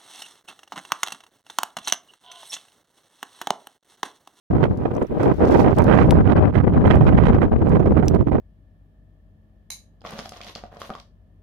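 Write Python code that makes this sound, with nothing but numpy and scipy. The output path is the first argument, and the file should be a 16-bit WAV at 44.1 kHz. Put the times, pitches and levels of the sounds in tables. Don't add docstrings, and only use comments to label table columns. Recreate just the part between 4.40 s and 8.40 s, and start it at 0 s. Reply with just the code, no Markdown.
import sys
import numpy as np
from scipy import signal
from scipy.fft import rfft, irfft
from scipy.io import wavfile
from scipy.ndimage import uniform_filter1d, minimum_filter1d

SR = 44100
rng = np.random.default_rng(int(sys.argv[2]) if len(sys.argv) > 2 else 0)


def put_to_file(sound):
    columns = np.atleast_2d(sound).T
    safe = np.clip(columns, -1, 1)
    whole_steps = np.round(safe * 32767)
    wavfile.write(sys.argv[1], SR, whole_steps.astype(np.int16))


N = 176400
TIME = np.arange(N) / SR

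# t/s, level/dB
AIR_LEVEL = [(.1, -58), (.45, -57), (.8, -50.5), (1.3, -49.5), (1.6, -56.5), (1.9, -68), (2.1, -62.5),
             (2.35, -62.5), (2.9, -65.5), (3.55, -62.5), (3.75, -54.5), (4, -72)]
# f/Hz, relative level/dB
AIR_SPECTRUM = [(300, 17.5), (1500, 13.5), (3500, 2), (6000, -18.5), (8000, -15), (16000, -9.5)]
# t/s, snap level before filtering/dB, snap's lower edge/Hz, ring level/dB,
# ring pitch/Hz, time for the ring to fade by 60 dB/s, left minus right/dB
TICKS = [(.243, -42, 3000, -62, 4940, .005, -8), (0.373, -40, 3480, -60, 5440, .0043, -10),
         (.54, -39, 7000, -66, 9500, 0.0056, -9), (.551, -40, 3000, -35, 5700, 0.0051, -5),
         (.567, -40, 5000, -35, 5900, 0.0049, -6), (.596, -42, 10000, -54, 14000, .005, 4),
         (.604, -46, 10000, -46, 14500, .006, 4), (.626, -35, 5000, -44, 5000, .005, -8),
         (.643, -43, 10000, -54, 14000, .005, 3), (.669, -47, 4000, -45, 5770, 0.0073, -12),
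         (.722, -46, 9000, -56, 13000, .005, 3), (.832, -28.5, 6000, -42, 5040, .005, -3),
         (.942, -43, 4500, -52, 6000, .005, -3), (1.045, -42, 9000, -50, 15000, .005, 5),
         (1.365, -35, 2500, -44, 4000, .004, 0), (1.385, -20.5, 3000, -21, 3000, 0.0044, -8),
         (1.421, -31, 4000, -53, 4000, .004, -7), (1.441, -27.5, 3500, -47, 3500, .004, -5),
         (1.667, -43, 7000, -53, 12000, .005, 2), (1.697, -41, 4000, -55, 6000, .004, -5),
         (1.7082, -16, 1000, 4.5, 3320, 0.00093, -1), (1.7395, -43, 2500, -43, 5000, .005, -13),
         (1.968, -45, 1900, -31.5, 4600, .004, -16), (2.466, -33, 3430, -62, 5500, .005, -16),
         (2.555, -34.5, 3000, -39, 4860, 0.0073, -5), (2.648, -45, 5000, -56, 9000, .005, -5),
         (2.947, -41, 2500, -36.5, 5040, 0.004, -14), (3.037, -40, 4000, -53, 6000, .005, -7),
         (3.293, -36.5, 3000, -48, 5030, 0.0067, -6), (3.395, -48.5, 3000, -45, 6100, 0.0081, -17),
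         (3.459, -42.5, 3000, -45, 4970, .0044, -6), (3.656, -37, 4500, -57, 5500, .0043, -2),
         (3.663, -44, 3000, -46, 5800, .005, -5), (3.6823, -18.5, 1200, -11, 5800, 0.0064, -4.5),
         (3.748, -34, 1900, -32, 4240, 0.0045, -17)]
# t/s, level/dB
HISS_LEVEL = [(.1, -73), (.77, -72), (.82, -50), (.88, -61), (1.0, -62.5), (1.12, -45.5), (1.16, -51.5),
              (1.2, -42), (1.26, -61), (1.45, -60.5), (1.6, -51.5), (1.8, -88.5), (2.42, -87.5),
              (2.52, -73), (2.62, -90), (2.87, -77), (2.95, -76), (4, -84)]
# f/Hz, relative level/dB
HISS_SPECTRUM = [(1500, 1.5), (3000, 1.5), (5500, -0.5), (8000, -10.5), (12000, -13), (16000, -19)]
# t/s, push/dB
PUSH_LEFT = [(0.11, -25.5), (0.37, -31), (0.63, -25.5), (0.67, -57), (0.72, -30), (0.9, -21.5),
             (0.97, -38.5), (1.01, -22), (1.3, -26), (1.33, -32.5), (1.37, -32.5), (1.38, -21),
             (1.42, -29.5), (1.58, -24), (1.59, -31), (1.73, -19), (1.75, -30.5), (1.8, -18), (1.84, -34),
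             (2.07, -19), (2.13, -42), (2.17, -30), (2.22, -41), (2.24, -23.5), (2.34, -31), (2.36, -24),
             (2.72, -26), (2.75, -23.5), (2.82, -35.5), (2.9, -19.5), (2.92, -33), (2.95, -20),
             (2.98, -32.5), (3.08, -26.5), (3.1, -29), (3.16, -23), (3.2, -36), (3.23, -22.5),
             (3.25, -33.5), (3.37, -27), (3.39, -34.5), (3.53, -24), (3.57, -40.5), (3.61, -25),
             (3.64, -51), (3.66, -32.5), (3.82, -35.5), (3.92, -42), (3.94, -25), (3.99, -37)]
PUSH_RIGHT = [(0.11, -23), (0.2, -24), (0.23, -20), (0.26, -20.5), (0.29, -38), (0.31, -23), (0.345, -35.5),
              (0.43, -21.5), (0.56, -29), (0.62, -21.5), (0.67, -38), (0.68, -53), (0.7, -30),
              (0.79, -29.5), (0.81, -20), (0.92, -20), (0.95, -47), (0.97, -39), (1.01, -18), (1.1, -20),
              (1.11, -16), (1.33, -18), (1.36, -43), (1.37, -16.5), (1.41, -12.5), (1.44, -24),
              (1.51, -12.5), (1.63, -16), (1.69, -25.5), (1.78, -17), (1.85, -26.5), (1.87, -16),
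              (1.93, -17), (1.95, -39), (1.97, -15.5), (2.05, -32), (2.09, -17.5), (2.12, -37.5),
              (2.13, -20.5), (2.15, -19.5), (2.24, -19.5), (2.26, -50), (2.28, -20), (2.42, -26),
              (2.44, -17.5), (2.58, -17), (2.6, -36), (2.61, -15), (2.65, -26), (2.69, -14), (2.76, -25),
              (2.78, -18), (3.0, -23), (3.02, -11.5), (3.1, -38.5), (3.13, -19), (3.15, -38), (3.2, -22.5),
              (3.34, -20), (3.54, -25.5), (3.56, -18), (3.65, -21), (3.68, -29), (3.75, -17), (3.77, -20),
              (3.78, -30), (3.82, -20), (3.85, -53), (3.87, -21.5), (3.89, -24.5), (3.9, -32), (3.912, -34),
              (3.92, -19), (3.955, -18), (3.973, -29), (3.99, -26.5)]
# middle t/s, length/s, change in left push/dB, change in right push/dB
PUFFS = [(0.198, 0.011, 4.5, 3.5), (.233, 0.011, -6, 4.5), (0.253, 0.0062, 5.5, 2), (0.312, 0.01, 4, 3),
         (0.545, 0.0057, 2.5, 5), (0.723, 0.013, 5, 3.5), (0.881, 0.0072, -2.5, 4.5),
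         (1.274, 0.01, 9.5, 1.5), (1.455, 0.016, 6.5, 3.5), (1.895, .01, 11.5, -1.5),
         (1.965, 0.018, 7, 2.5), (2.042, .02, 5.5, 4.5), (2.277, 0.013, 8.5, 4), (2.374, 0.018, 7, 5.5),
         (2.563, .01, 2, -2), (2.939, .012, -2.5, 2.5), (3.325, 0.0097, 5, 4.5), (3.371, 0.011, 8, 5),
         (3.474, 0.011, 3, 5.5), (3.827, 0.0079, 0, 4), (3.873, 0.0077, 7, 5), (3.987, 0.0091, 11, 8)]
# f/Hz, level/dB per Hz
WIND_SPECTRUM_LEFT = [(22, -67), (45, -42.5), (90, -35.5), (180, -39), (350, -41.5), (700, -52),
                      (1400, -68), (2800, -90), (5000, -108.5), (9000, -126), (16000, -142)]
WIND_SPECTRUM_RIGHT = [(22, -60), (45, -41.5), (90, -37), (180, -40), (350, -44.5), (700, -56.5),
                       (1400, -69), (2800, -85), (5000, -103.5), (9000, -114), (16000, -132)]
# f/Hz, rise/dB per dB of push
PUSH_RESPONSE = [(30, 0.04), (100, 0.75), (300, 0.95), (800, 1.6848), (2000, 2.11), (6000, 1.57)]
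# f/Hz, typical swing/dB
FLUTTER_DEPTH = [(60, 3), (250, 2.5), (700, 5.5), (1500, 5.5), (3000, 7), (8000, 2.5)]
# t/s, added level/dB
RUMBLE_BOOST = [(.1, -1), (.3, -1.5), (.55, -12), (.85, -7.5), (1.15, -5), (1.5, -1.5), (1.75, 2.5),
                (2.05, -1), (2.4, 1), (2.7, 4.5), (3.1, 0.5), (3.5, 1), (3.8, 1.5), (4, -2.5)]
# t/s, added level/dB
HOLLOW_BOOST = [(.1, -2), (.45, -0.5), (.62, 5.5), (.88, 4.5), (1.2, 3), (1.55, -0.5), (1.9, -3), (2.7, -4),
                (3.3, -1), (4, 3)]
# middle t/s, length/s, added treble/dB
RASPS = [(0.245, 0.061, 11), (0.758, 0.098, 9.5), (0.815, 0.038, 14.5), (0.897, 0.058, 0.5),
         (1.187, 0.072, 0.5), (1.554, 0.15, 6.5), (1.633, 0.023, 12.5), (1.917, 0.069, 6),
         (1.982, 0.028, 1), (2.165, 0.05, 11.5), (2.513, 0.057, 16), (2.677, 0.033, 15), (2.779, 0.02, 14),
         (2.867, .06, 18), (2.95, 0.015, 15.5), (3.88, 0.022, 10), (3.928, 0.014, 8.5)]

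SNAP_T60_S = .0095


def from_db(db):
    return 10 ** (np.asarray(db) / 20)


def in_time(rows):
    return np.interp(TIME, *np.transpose(rows))


def at_hz(rows, hz):
    table_hz, values = np.transpose(rows)
    return np.interp(np.log(hz), np.log(table_hz), values)


def unit_level(x):
    return x / np.sqrt(np.mean(x ** 2) + 1e-20)


def pan(db):
    return unit_level(from_db(np.array([[db], [-db]]) / 2))


def swell(middle_s, length_s):
    return 1 / (1 + (2 * (TIME - middle_s) / length_s) ** 4)


def wobble(hz):
    pole = np.exp(-2 * np.pi * hz / SR)
    smooth = signal.lfilter([1], [1, -2 * pole, pole * pole], rng.standard_normal(N + SR))[SR:]
    return unit_level(np.tanh(unit_level(smooth) / 2))


def noise_bands():
    edges = 21 * 2 ** (np.arange(30) / 3)
    white = rng.standard_normal((3, N + SR // 2))
    for k, (low, high) in enumerate(zip(edges, edges[1:])):
        bandpass = signal.butter(2, [low, high], "band", fs=SR, output="sos")
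        band = signal.sosfilt(np.vstack([bandpass, bandpass]), white[k % len(white)])[-N:]
        yield np.sqrt(low * high), np.sqrt(high - low) * unit_level(band)


def shaped_noise(spectrum):
    hz = np.maximum(np.arange(N // 2 + 1) * SR / N, 1)
    white = rfft(rng.standard_normal((2, N)))
    return unit_level(irfft(white * from_db(at_hz(spectrum, hz)), N))


def background_air():
    return shaped_noise(AIR_SPECTRUM) * from_db(in_time(AIR_LEVEL))


def spatter(per_second=14, level_db=-65, spread_db=4.5):
    starts = rng.random(N) < per_second / SR
    sizes = from_db(level_db + spread_db * np.clip(rng.standard_normal(N), -2, 2))
    fade_per_sample = from_db(-60 / (SNAP_T60_S * SR))
    loudness = signal.lfilter([1], [1, -fade_per_sample], starts * sizes + 1e-18)
    highpass = signal.butter(2, 3000, "high", fs=SR, output="sos")
    return pan(db=-1) * signal.sosfilt(highpass, loudness * rng.standard_normal(N))


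def mud_ticks(rise_s=.00025, tail_db=-15, tail_t60_s=.049):
    out = np.zeros((2, N + SR))
    t = np.arange(SR // 10) / SR
    fade_in = 1 - np.exp(-t / rise_s)
    lowpass = signal.butter(1, 7000, fs=SR, output="sos")
    for start_s, snap_db, edge_hz, ring_db, ring_hz, ring_t60_s, pan_db in TICKS:
        highpass = signal.butter(2, edge_hz, "high", fs=SR, output="sos")
        noise = rng.standard_normal((3, len(t)))
        burst = noise[0] * from_db(-60 * t / SNAP_T60_S)
        tail = noise[1:] * from_db(tail_db - 60 * t / tail_t60_s)
        snap = from_db(snap_db) * signal.sosfilt(np.vstack([highpass, lowpass]), burst + tail)
        ring = from_db(ring_db - 60 * t / ring_t60_s) * np.sin(2 * np.pi * ring_hz * t)
        start = int(start_s * SR)
        out[:, start:start + len(t)] += pan(pan_db) * (snap + ring) * fade_in
    return out[:, :N]


def delay_left(sound, travel_s=.00003):
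    left, right = sound
    return np.array([np.interp(TIME - travel_s, TIME, left), right])


def gust_hiss(flutter_db=5):
    hiss = shaped_noise(HISS_SPECTRUM) * pan(db=-18)
    return hiss * from_db(in_time(HISS_LEVEL) + flutter_db * wobble(hz=159))


def flow_rips(per_second=42, max_lift_db=9.5, rise_s=.00031, fall_s=.004):
    starts = rng.random(N) < per_second / SR
    t = np.arange(SR // 10) / SR
    one_rip = (1 - np.exp(-t / rise_s)) * np.exp(-t / fall_s)
    rips = signal.fftconvolve(starts.astype(float), one_rip / one_rip.max())[:N]
    lift_db = max_lift_db * np.tanh(rips)
    return lift_db - lift_db.mean()


def flow_rasps(calm_db=-7):
    return calm_db + sum(db * swell(middle_s, length_s) for middle_s, length_s, db in RASPS)


def eddy_swirl(longest_s=.09):
    swirl = wobble(hz=37.3) + wobble(hz=159)
    slow_part = uniform_filter1d(swirl, size=int(longest_s * SR))
    return unit_level(swirl - slow_part)


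def wind_buffeting(push_curve, spectrum, treble_db, port):
    usual_push_db = -23
    rumble_edge_hz, hollow_hz, treble_edge_hz = 413, 447, 1350
    steadying_per_db, puff_steadying = .01, .43
    push_db = in_time(push_curve) - usual_push_db
    rumble_db, hollow_db = in_time(RUMBLE_BOOST), in_time(HOLLOW_BOOST)
    eddies = eddy_swirl() * np.clip(1 - steadying_per_db * push_db, .5, 1)
    for middle_s, length_s, left_db, right_db in PUFFS:
        puff = swell(middle_s, length_s)
        push_db += puff * (left_db if port == "left" else right_db)
        eddies *= 1 - puff_steadying * puff
    out = np.zeros(N)
    for hz, band in noise_bands():
        deep = 1 / (1 + (hz / rumble_edge_hz) ** 2)
        hollow = np.exp(-np.log2(hz / hollow_hz) ** 2)
        bright = 1 / (1 + (treble_edge_hz / hz) ** 2)
        tone_db = at_hz(spectrum, hz) + deep * rumble_db + hollow * hollow_db + bright * treble_db
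        gust_db = at_hz(PUSH_RESPONSE, hz) * push_db
        flutter_db = at_hz(FLUTTER_DEPTH, hz) * eddies
        out += band * from_db(tone_db + gust_db + flutter_db)
    return out


def scene():
    left = wind_buffeting(PUSH_LEFT, WIND_SPECTRUM_LEFT, flow_rips(), "left")
    right = wind_buffeting(PUSH_RIGHT, WIND_SPECTRUM_RIGHT, flow_rips() + flow_rasps(), "right")
    wind = np.array([left, right]) + gust_hiss()
    return wind + background_air() + delay_left(mud_ticks() + spatter())


def record(dry):
    start_s, fade_in_s, ceiling = .101, .002, .98
    sound = dry * np.clip((TIME - start_s) / fade_in_s, 0, 1)
    safe_gain = np.minimum(1, ceiling / (np.abs(sound) + 1e-9))
    held_gain = minimum_filter1d(safe_gain, size=441)
    smooth_gain = uniform_filter1d(uniform_filter1d(held_gain, size=221), size=221)
    lowpass = signal.cheby2(16, 70, 16900, fs=SR, output="sos")
    return signal.sosfilt(lowpass, sound * smooth_gain)


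dry = scene()
out = record(dry)
put_to_file(out)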